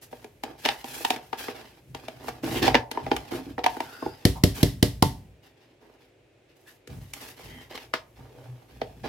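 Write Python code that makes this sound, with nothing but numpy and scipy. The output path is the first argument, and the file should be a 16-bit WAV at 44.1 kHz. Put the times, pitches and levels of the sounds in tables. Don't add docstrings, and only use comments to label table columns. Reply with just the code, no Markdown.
import sys
import numpy as np
from scipy import signal
from scipy.fft import rfft, irfft, next_fast_len
from scipy.io import wavfile

SR = 44100
rng = np.random.default_rng(int(sys.argv[2]) if len(sys.argv) > 2 else 0)


def wav_record(signal):
    frames = np.transpose(np.atleast_2d(signal))
    bounded = np.clip(frames, -1, 1)
    quanta = np.round(bounded * 32767).astype(np.int16)
    wavfile.write(sys.argv[1], SR, quanta)


N = 400428
BLOW_TIME = np.arange(int(.7 * SR)) / SR

# (time [s], pop [dB], pop pitch [Hz], wall flex [dB], hollow ring [dB],
# clack [dB], tick [dB])
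FORK_KNOCKS = [(0.128, -29.5, 788, -41, -45, -53, -70), (0.243, -39.5, 726, -38.5, -49, -48, -46),
               (0.435, -24, 826, -35.5, -39.5, -32.5, -33.5), (0.651, -34, 610, -30, -33, -22.5, -30.5),
               (0.658, -16.5, 758, -26.5, -40, -22.5, -27.5), (0.687, -17, 822, -41, -38, -19, -32),
               (0.842, -29.5, 812, -35, -69, -39.5, -38), (1.005, -41, 636, -39, -49, -54, -52),
               (1.048, -15, 803, -35.5, -76, -21.5, -25.5), (1.103, -16, 718, -30.5, -65, -19.5, -23.5),
               (1.161, -42, 874, -37.5, -38, -39.5, -38), (1.329, -22, 785, -33.5, -28, -36, -70),
               (1.483, -22.5, 780, -31, -29, -38, -52), (1.947, -31, 815, -37.5, -37.5, -35.5, -39.5),
               (2.082, -30.5, 657, -40, -40, -37.5, -40), (2.282, -30, 1150, -33.5, -28.5, -39, -42),
               (2.287, -25.5, 740, -37.5, -31.5, -42, -37), (2.678, -8.5, 800, -21.5, -24, -22.5, -31),
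               (2.744, -13.5, 573, -19.5, -14, -20.5, -58), (2.751, -12, 932, -18.5, -15, -16.5, -64),
               (2.913, -33, 900, -33.5, -50, -30, -31), (2.973, -21, 945, -27, -34.5, -47.5, -70),
               (3.064, -23, 800, -32, -32, -42, -61), (3.114, -15, 857, -19, -22.5, -26.5, -73),
               (3.164, -29, 747, -38, -26.5, -31, -30), (3.58, -20.5, 804, -27.5, -30.5, -47, -77),
               (3.59, -23, 735, -34, -37, -40.5, -64.5), (3.64, -19.5, 744, -36, -31, -22.5, -32),
               (3.662, -9, 744, -27.5, -19.5, -23.5, -28), (3.767, -31, 837, -36.5, -36.5, -50.5, -60),
               (3.803, -21, 930, -31, -31, -32, -36), (4.024, -27.5, 1057, -29.5, -43.5, -69, -62),
               (4.061, -27.5, 857, -24.5, -43.5, -66, -69.5), (6.873, -70, 650, -46, -51, -45, -41.5),
               (7.135, -40, 804, -63, -64, -37, -29), (7.775, -47, 650, -53, -35, -40, -48),
               (7.937, -28.5, 643, -34, -14.5, -27, -36.5), (8.815, -24, 665, -29, -30.5, -35, -76)]
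# (time [s], thud [dB], rim knock [dB], crack [dB])
BOWL_RAPS = [(4.251, -4.5, -38, -17.5), (4.436, -4, -33, -17), (4.629, -4.5, -44, -18),
             (4.826, -5.5, -40, -17.5), (5.023, -6.5, -9, -18)]
# (start [s], length [s], wall friction [dB], rasp [dB], wet smear [dB])
FORK_STROKES = [(0.01, 0.017, -56, -55.5, -56), (0.107, 0.15, -53.5, -60, -66.5),
                (0.438, 0.074, -41, -54, -69), (0.577, 0.33, -61, -52, -58),
                (0.634, 0.062, -34, -38.5, -56), (0.84, 0.24, -59, -52.5, -57),
                (0.91, 0.18, -43.5, -47.5, -51), (1.095, 0.063, -39, -45, -62),
                (1.218, 0.22, -67, -63.5, -69), (1.371, 0.067, -42.5, -41, -49.5),
                (1.463, 0.12, -39.5, -50, -63.5), (1.55, 0.21, -53, -57, -70),
                (1.952, 0.43, -45.5, -54.5, -66.5), (2.228, 0.052, -41.5, -53.5, -59),
                (2.426, 0.17, -30.5, -38.5, -47), (2.617, 0.055, -22.5, -28, -48),
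                (2.932, 0.14, -39, -52.5, -71), (3.099, 0.4, -43, -50.5, -62.5),
                (3.308, 0.028, -28, -40.5, -49.5), (3.68, 0.32, -48, -50.5, -59),
                (4.01, 0.23, -52, -56, -66), (4.538, 0.076, -38, -42, -46), (5.421, 0.051, -54, -59, -70.5),
                (5.563, 0.15, -61, -65.5, -83.5), (5.801, 0.14, -53.5, -67.5, -79),
                (5.98, 0.08, -65, -67, -80.5), (6.482, 0.033, -75, -65, -82), (6.552, .2, -65, -73.5, -75),
                (6.668, 0.025, -76, -56, -63), (6.892, 0.054, -43.5, -57, -83), (7, 0.1, -64, -63, -68),
                (7.129, .18, -47.5, -48, -54), (7.366, 0.27, -49, -54, -63),
                (7.693, 0.033, -47, -50.5, -66), (7.74, 0.018, -46, -43.5, -59),
                (7.792, 0.036, -51, -50.5, -62), (8.147, 0.48, -49, -63, -76),
                (8.676, 0.61, -56.5, -62.5, -74.5), (9.032, 0.058, -28.5, -41.5, -67)]
# (start [s], length [s], wall pitch [Hz], level [dB])
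HARD_DRAGS = [(2.435, 0.032, 307, -26.5), (2.496, 0.1, 314, -27), (2.62, .05, 324.6, -19),
              (3.323, 0.039, 330, -23.5), (3.38, 0.046, 263, -33.5), (3.466, 0.047, 290, -33),
              (7.448, 0.14, 276, -47.5), (7.71, 0.044, 512, -45), (8.289, 0.15, 475, -49.5),
              (8.456, .025, 790, -52)]
# (start [s], end [s], pitch [Hz], width [Hz], level [dB])
PITCHED_SOUNDS = [(2.547, 2.597, 2740, 910, -33), (3.78, 4.17, 1455, 130, -50.5),
                  (3.885, 4.219, 4930, 200, -58), (4.35, 4.393, 850, 150, -41),
                  (6.657, 6.712, 1710, 120, -55), (7.423, 7.7, 1970, 200, -54.5),
                  (7.427, 7.693, 3160, 90, -58), (8.33, 8.59, 120, 4, -44.5)]
# (start [s], length [s], level [dB])
HAND_GRIPS = [(1.862, 0.048, -48), (2.11, 0.22, -57.5), (2.411, 0.33, -37), (3.006, 0.12, -39.5),
              (3.302, 0.037, -49), (3.433, 0.44, -55.5), (4.025, 0.045, -41.5), (6.877, 0.1, -38),
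              (7.421, 0.11, -49), (8.16, 0.043, -47.5), (8.71, 0.33, -54), (8.997, 0.059, -48)]
# (start [s], length [s], level [dB])
TUB_HOLDS = [(0.0, 3.7, -60.5), (6.859, 2.7, -61)]

# (pitch [Hz], level [dB], t60 [s])
TUB_MODES = [(246.7, -3.5, 0.09), (315, -1, 0.052), (406, -4, 0.08), (473.5, -2, 0.077), (635.6, 1, 0.058),
             (779.6, -1, 0.1), (899.4, 2, 0.028), (1209, -5, 0.047), (1420, -5.5, 0.03), (1697, -6, 0.07),
             (1960, 2.5, 0.011), (2306, -1, 0.018), (2844, -9, 0.032), (3604, -9, 0.019)]
# (pitch [Hz], level [dB], t60 [s])
BOWL_MODES = [(55.6, -21, 0.4), (75.6, -16, 0.07), (144, -4.5, 0.077), (173.1, -1.5, 0.043),
              (208.3, -6, 0.079), (249.5, -2.5, 0.035), (281.6, -15, 0.22), (389.5, -16, 0.18),
              (476.7, -14, 0.13), (592, -17, 0.082), (718, -21, 0.086)]
# (pitch [Hz], level [dB], t60 [s])
BOWL_BOOM_MODE = (114, -7.5, .2)
# (pitch [Hz], level [dB], t60 [s])
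RIM_MODES = [(763, 6.5, 0.027), (890, -5, 0.16), (1005, -1, 0.058), (1130, -5, 0.047), (1380, -6, 0.027)]

# (frequency [Hz], level [dB per Hz])
CLACK_COLOUR = [(500, -30.5), (1100, -4), (1900, 1), (3100, 2.5), (4200, -2), (5500, -5.5), (6500, -18),
                (9000, -43)]
# (frequency [Hz], level [dB per Hz])
TICK_COLOUR = [(3500, -19), (6000, 3), (9000, -2.5), (11500, 0.5), (16000, -9.5)]
# (frequency [Hz], level [dB per Hz])
BOTTOM_COLOUR = [(450, -18), (1100, 3), (2200, 4.5), (3100, -24)]
# (frequency [Hz], level [dB per Hz])
CRACK_COLOUR = [(900, -3.5), (1500, -11), (1950, 2.5), (2400, -7), (3100, 1), (5400, -0.5), (6400, -7),
                (9800, -8.5), (11400, -2.5), (13000, -10), (16000, -14.5)]
# (frequency [Hz], level [dB per Hz])
RASP_COLOUR = [(600, -8.5), (1200, -1), (1900, 2.5), (2800, 3), (4000, -0.5), (5400, -2.5), (6600, -13),
               (10000, -20)]
# (frequency [Hz], level [dB per Hz])
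SMEAR_COLOUR = [(3000, -13.5), (6000, -3.5), (8000, -6.5), (10000, -5), (12000, 0), (16000, -9)]
# (frequency [Hz], level [dB per Hz])
RUMBLE_COLOUR = [(20, -25.5), (40, -16), (55, -1), (80, -8.5), (115, -0.5), (160, -8.5), (260, -16),
                 (600, -46)]
# (frequency [Hz], level [dB per Hz])
AIR_COLOUR = [(20, -28), (50, 3.5), (70, -7.5), (115, 7), (190, -9), (360, 4.5), (600, -2.5), (1100, -16.5),
              (2400, -11), (5000, -24), (8000, -28), (16000, -37.5)]

# (frequency [Hz], likeness [1 = same, 0 = unrelated, -1 = opposite])
STEREO_LIKENESS = [(80, .997), (125, .98), (250, .89), (500, .72), (1000, .44), (2000, .32), (8000, .2),
                   (12000, -.15)]
# (frequency [Hz], echo level [dB], t60 [s])
KITCHEN_ECHO = [(117, -6, 0.15), (300, -13.5, 0.19), (800, -11, 0.39), (2000, -11.5, 0.065),
                (5000, -13.5, 0.072), (12000, -13, 0.23)]

STROKE_ATTACK_S, STROKE_SAG_DB_PER_S, STROKE_RELEASE_T60_S = 0.016, 8.5, 0.22
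GRIP_ATTACK_S, GRIP_SAG_DB_PER_S, GRIP_RELEASE_T60_S = 0.036, 0, 0.33
SLIPS_PER_S, SLIP_UNEVEN, SLIP_SPREAD_DB, SLIP_T60_S, WALL_BEND_OCTAVES = 105, .4, 2.5, .05, .04
HOLLOW_S, HOLLOW_WANDER_OCTAVES, HOLLOW_REFLECTS = .0011, .22, 0.45
PITCH_WAVER = 0.012
ROCK_DB, ROCK_T60_S = -26, 0.74
BOUNCE_S, BOUNCE_DB = 0.01272, -12.5
AIR_DB = -60.5
MIC_LOW_CUT_HZ, CUTOFF_HZ = 44, 16000


def knocks():
    out = np.zeros((2, N))
    for s, pop_db, pop_hz, flex_db, hollow_db, clack_db, tick_db in FORK_KNOCKS:
        push = [(480, flex_db), (740, pop_db - 10.5), (1000, pop_db - 1.5),
                (1250, hollow_db - 6.5), (2500, clack_db)]
        modes = [(hz, db + at_hz(push, hz), t60) for hz, db, t60 in TUB_MODES]
        body = ring(modes, contact=0.0026, uneven_db=5.5, shift=0.033, flip=-1.006)
        pop_mode = (pop_hz, pop_db, .042)
        pop = ring([pop_mode], contact=.003, uneven_db=0, shift=0, flip=1)
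        clack = from_db(clack_db + 1) * burst(CLACK_COLOUR, t60=0.026, contact=0.0017)
        tick = from_db(tick_db - 5.5) * burst(TICK_COLOUR, t60=0.036, contact=.0008)
        bottom = from_db(hollow_db - 3.5) * burst(BOTTOM_COLOUR, t60=.026, contact=.001)
        add(out, s, body + pop + bottom + clack + pan(tick, left_db=2.0))
        scatter_db = max(clack_db, hollow_db) - 20.0
        add(out, s, from_db(scatter_db) * burst(RASP_COLOUR, t60=0.18, contact=0.006))
        skid = from_db(clack_db - 17.5) * burst(RASP_COLOUR, t60=.02, contact=0.0013)
        add(out, s - .004, skid)
    return out


def scraping():
    levels = np.zeros((3, N))
    for start, length, *levels_db in FORK_STROKES:
        shape = gesture(start, length, STROKE_ATTACK_S, STROKE_SAG_DB_PER_S, STROKE_RELEASE_T60_S)
        add(levels, start, np.outer(from_db(levels_db), shape))
    friction, rasp, smear = levels
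    # (frequency [Hz], level [dB per Hz])
    soft_contact = [(60, -19.0), (190, -2.0), (350, 3), (600, -5.0), (950, -1.5), (1500, -5.0), (5000, -22.5)]
    soft_clicks = coloured(slips(per_s=300, spread_db=3.5), soft_contact)[:, :N]
    judder = tub_wall(soft_clicks, damping=1.9)
    catch_clicks = coloured(slips(per_s=70, spread_db=1.0), RASP_COLOUR)[:, :N]
    catches = tub_wall(catch_clicks, damping=1.8)
    grit = hollow(coloured(slips(per_s=1800, spread_db=3.0), RASP_COLOUR)[:, :N])
    fizz = hollow(coloured(slips(per_s=4500, spread_db=2.5), SMEAR_COLOUR)[:, :N])
    pressure = from_db(2.8 * drift(rate=70))
    wall = pan(from_db(-5.5) * friction * judder, left_db=-4.0)
    rasping = rasp * (from_db(-2.0) * grit + from_db(-12) * catches)
    wet = from_db(2.5) * smear * fizz
    return pressure * (wall + rasping + wet)


def drags():
    out = np.zeros((2, N))
    for start, length, hz, db in HARD_DRAGS:
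        gaps, strengths, bends = rng.standard_normal((3, 60))
        gaps = np.exp(SLIP_UNEVEN * gaps) / SLIPS_PER_S
        times = np.cumsum(gaps) - gaps[0]
        pitches = hz * 2 ** (WALL_BEND_OCTAVES * np.cumsum(bends))
        for t, strength, pitch in zip(times, strengths, pitches):
            if t < length:
                wall = ring([(pitch, db, SLIP_T60_S)], contact=.0012, uneven_db=0, shift=0, flip=1)
                add(out, start + t, from_db(SLIP_SPREAD_DB * strength) * wall)
    return pan(out, left_db=-0.5)


def pitched_sounds():
    out = np.zeros((2, N))
    for start, end, hz, width, db in PITCHED_SOUNDS:
        size = int((end - start) * SR) + 2
        skirts = hz * 2 ** np.linspace(-1, 1, 201)
        peak_db = -20 * np.log10(1 + ((skirts - hz) / width) ** 2)
        peak = np.transpose([skirts, peak_db])
        tone = rms_one(waver(noise(peak, size=size)))
        swell = np.sin(np.linspace(0, np.pi, size))
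        add(out, start, from_db(db) * tone * swell)
    return out


def raps():
    out = np.zeros((2, N))
    for s, thud_db, rim_db, crack_db in BOWL_RAPS:
        bowl = ring([BOWL_BOOM_MODE] + BOWL_MODES, contact=.003, uneven_db=1.5, shift=.012, flip=1)
        thud = from_db(thud_db - 1) * bowl
        rim = from_db(rim_db - 4.5) * ring(RIM_MODES, contact=0.0024, uneven_db=1.5, shift=0.0078, flip=-0.97)
        crack = burst(CRACK_COLOUR, t60=0.019, contact=0.0027)
        crack_tail = from_db(-16.5) * burst(CRACK_COLOUR, t60=0.28, contact=.004)
        slump = from_db(thud_db - 22.0) * burst(RUMBLE_COLOUR, t60=0.09, contact=0.044)
        rock = from_db(thud_db + ROCK_DB) * burst(RUMBLE_COLOUR, t60=ROCK_T60_S, contact=0.033)
        add(out, s + 0.0011, thud + rim + slump + rock)
        add(out, s + BOUNCE_S, from_db(BOUNCE_DB) * thud)
        add(out, s, from_db(crack_db + 4.0) * (crack + crack_tail))
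    return out


def handling():
    grips, holds = np.zeros((2, 1, N))
    for level, rows in ((grips, HAND_GRIPS), (holds, TUB_HOLDS)):
        for start, length, db in rows:
            shape = gesture(start, length, GRIP_ATTACK_S, GRIP_SAG_DB_PER_S, GRIP_RELEASE_T60_S)
            add(level, start, np.outer(from_db(db), shape))
    rumble = (grips + holds) * noise(RUMBLE_COLOUR)
    rustle = holds * from_db(-12.5) * noise(SMEAR_COLOUR)
    return rumble + rustle


def kitchen(x):
    response = 0
    for hz in 90 * 2. ** np.arange(8):
        white = noise([(20, 0), (SR / 2, 0)], size=len(BLOW_TIME))
        octave = signal.butter(2, [hz / np.sqrt(2), hz * np.sqrt(2)], "band", fs=SR, output="sos")
        band = signal.sosfilt(octave, white)
        tail = fade(at_hz(KITCHEN_ECHO, hz, axis=2), contact=0.015)
        even_tail = tail / np.sqrt(np.sum(tail ** 2))
        response = response + from_db(at_hz(KITCHEN_ECHO, hz)) * band * even_tail
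    both_sides = x[:1] + x[1:]
    return signal.fftconvolve(both_sides, response / np.sqrt(2), axes=1)[:, :N]


def room_air():
    return from_db(AIR_DB) * noise(AIR_COLOUR)


def ring(modes, contact, uneven_db, shift, flip):
    out = np.zeros((2, len(BLOW_TIME)))
    for k, (hz, db, t60) in enumerate(modes):
        strength, detune, side = rng.uniform(-1, 1, 3)
        apart = np.arccos(at_hz(STEREO_LIKENESS, hz)) / 2 * np.sign(side)
        shifted_hz = hz * (1 + shift * detune)
        phase = 2 * np.pi * shifted_hz * BLOW_TIME + apart * np.array([[1], [-1]])
        gain = flip ** k * from_db(db + uneven_db * strength)
        out += gain * fade(t60, contact) * np.cos(phase)
    return out


def burst(spectrum, t60, contact):
    return noise(spectrum, size=len(BLOW_TIME)) * fade(t60, contact)


def fade(t60, contact):
    build_up = np.minimum(BLOW_TIME / max(contact, 1e-4), 1)
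    return build_up * from_db(-60 * np.maximum(BLOW_TIME - contact, 0) / t60)


def tub_wall(clicks, damping):
    out = 0
    for k, (hz, db, t60) in enumerate(TUB_MODES):
        r = from_db(-60 * damping / (t60 * SR))
        w = 2 * np.pi * hz / SR
        resonance = signal.lfilter([np.sin(w), -np.sin(w)], [1, -2 * r * np.cos(w), r * r], clicks)
        out = out + (-1) ** k * from_db(db) * resonance / w
    return rms_one(out)


def slips(per_s, spread_db):
    shape = (2, next_fast_len(N))
    sizes = from_db(spread_db * np.minimum(rng.exponential(1, shape), 4))
    return (rng.random(shape) < per_s / SR) * sizes * np.sign(rng.standard_normal(shape))


def hollow(x):
    lag = HOLLOW_S * SR * 2 ** (HOLLOW_WANDER_OCTAVES * drift(rate=12))
    n = np.arange(N)
    out = x
    for k in (1, 2):
        reflection = np.array([np.interp(n - k * lag, n, side) for side in x])
        out = out + HOLLOW_REFLECTS ** k * reflection
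    return rms_one(out)


def waver(x):
    n = np.arange(x.shape[1])
    bent = np.cumsum(1 + PITCH_WAVER * drift(rate=34)[:len(n)])
    return np.array([np.interp(bent, n, side) for side in x])


def gesture(start, length, attack, sag_db_per_s, release_t60):
    t = np.arange(int((length + 1.5 * release_t60) * SR)) / SR
    fall_db = sag_db_per_s * np.minimum(t, length) + 60 * np.maximum(t - length, 0) / release_t60
    return np.minimum(t / attack, 1) * from_db(-fall_db)


def drift(rate):
    steps = np.arange(N) / SR * rate
    return np.interp(steps, np.arange(N // 20), rng.standard_normal(N // 20))


def noise(spectrum, size=N):
    return coloured(rng.standard_normal((2, next_fast_len(size))), spectrum)[:, :size]


def coloured(pair, spectrum):
    hz = np.fft.rfftfreq(pair.shape[1], 1 / SR)
    mid, side = rfft(pair) * from_db(at_hz(spectrum, hz))
    alike = np.clip(at_hz(STEREO_LIKENESS, hz), -.999, .999)
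    left_right = np.sqrt(1 + alike) * mid + np.sqrt(1 - alike) * side * [[1], [-1]]
    return rms_one(irfft(left_right, pair.shape[1]))


def at_hz(points, hz, axis=1):
    points = np.array(points)
    return np.interp(np.log(np.maximum(hz, 1)), np.log(points[:, 0]), points[:, axis])


def from_db(db):
    return 10 ** (np.asarray(db) / 20)


def rms_one(x):
    return x / np.sqrt(np.mean(x.mean(0) ** 2) + 1e-20)


def add(out, s, sound):
    start = max(int(s * SR), 0)
    out[:, start:start + sound.shape[1]] += sound[:, :N - start]


def pan(x, left_db):
    return x * from_db(left_db / 2 * np.array([[1], [-1]]))


def scene():
    taps, blows = knocks(), raps()
    movement = scraping() + drags() + pitched_sounds() + handling()
    echoes = kitchen(movement + from_db(-4) * taps + from_db(-9) * blows)
    return taps + blows + movement + echoes + room_air()


def record(dry):
    low_cut = signal.butter(4, MIC_LOW_CUT_HZ, "high", fs=SR, output="sos")
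    heard = signal.sosfilt(low_cut, dry)
    rounded = .92 * heard / (1 + heard ** 6) ** (1 / 6)
    top_cut = signal.ellip(10, .1, 80, CUTOFF_HZ, fs=SR, output="sos")
    return signal.sosfilt(top_cut, rounded)


dry = scene()
out = record(dry)
wav_record(out)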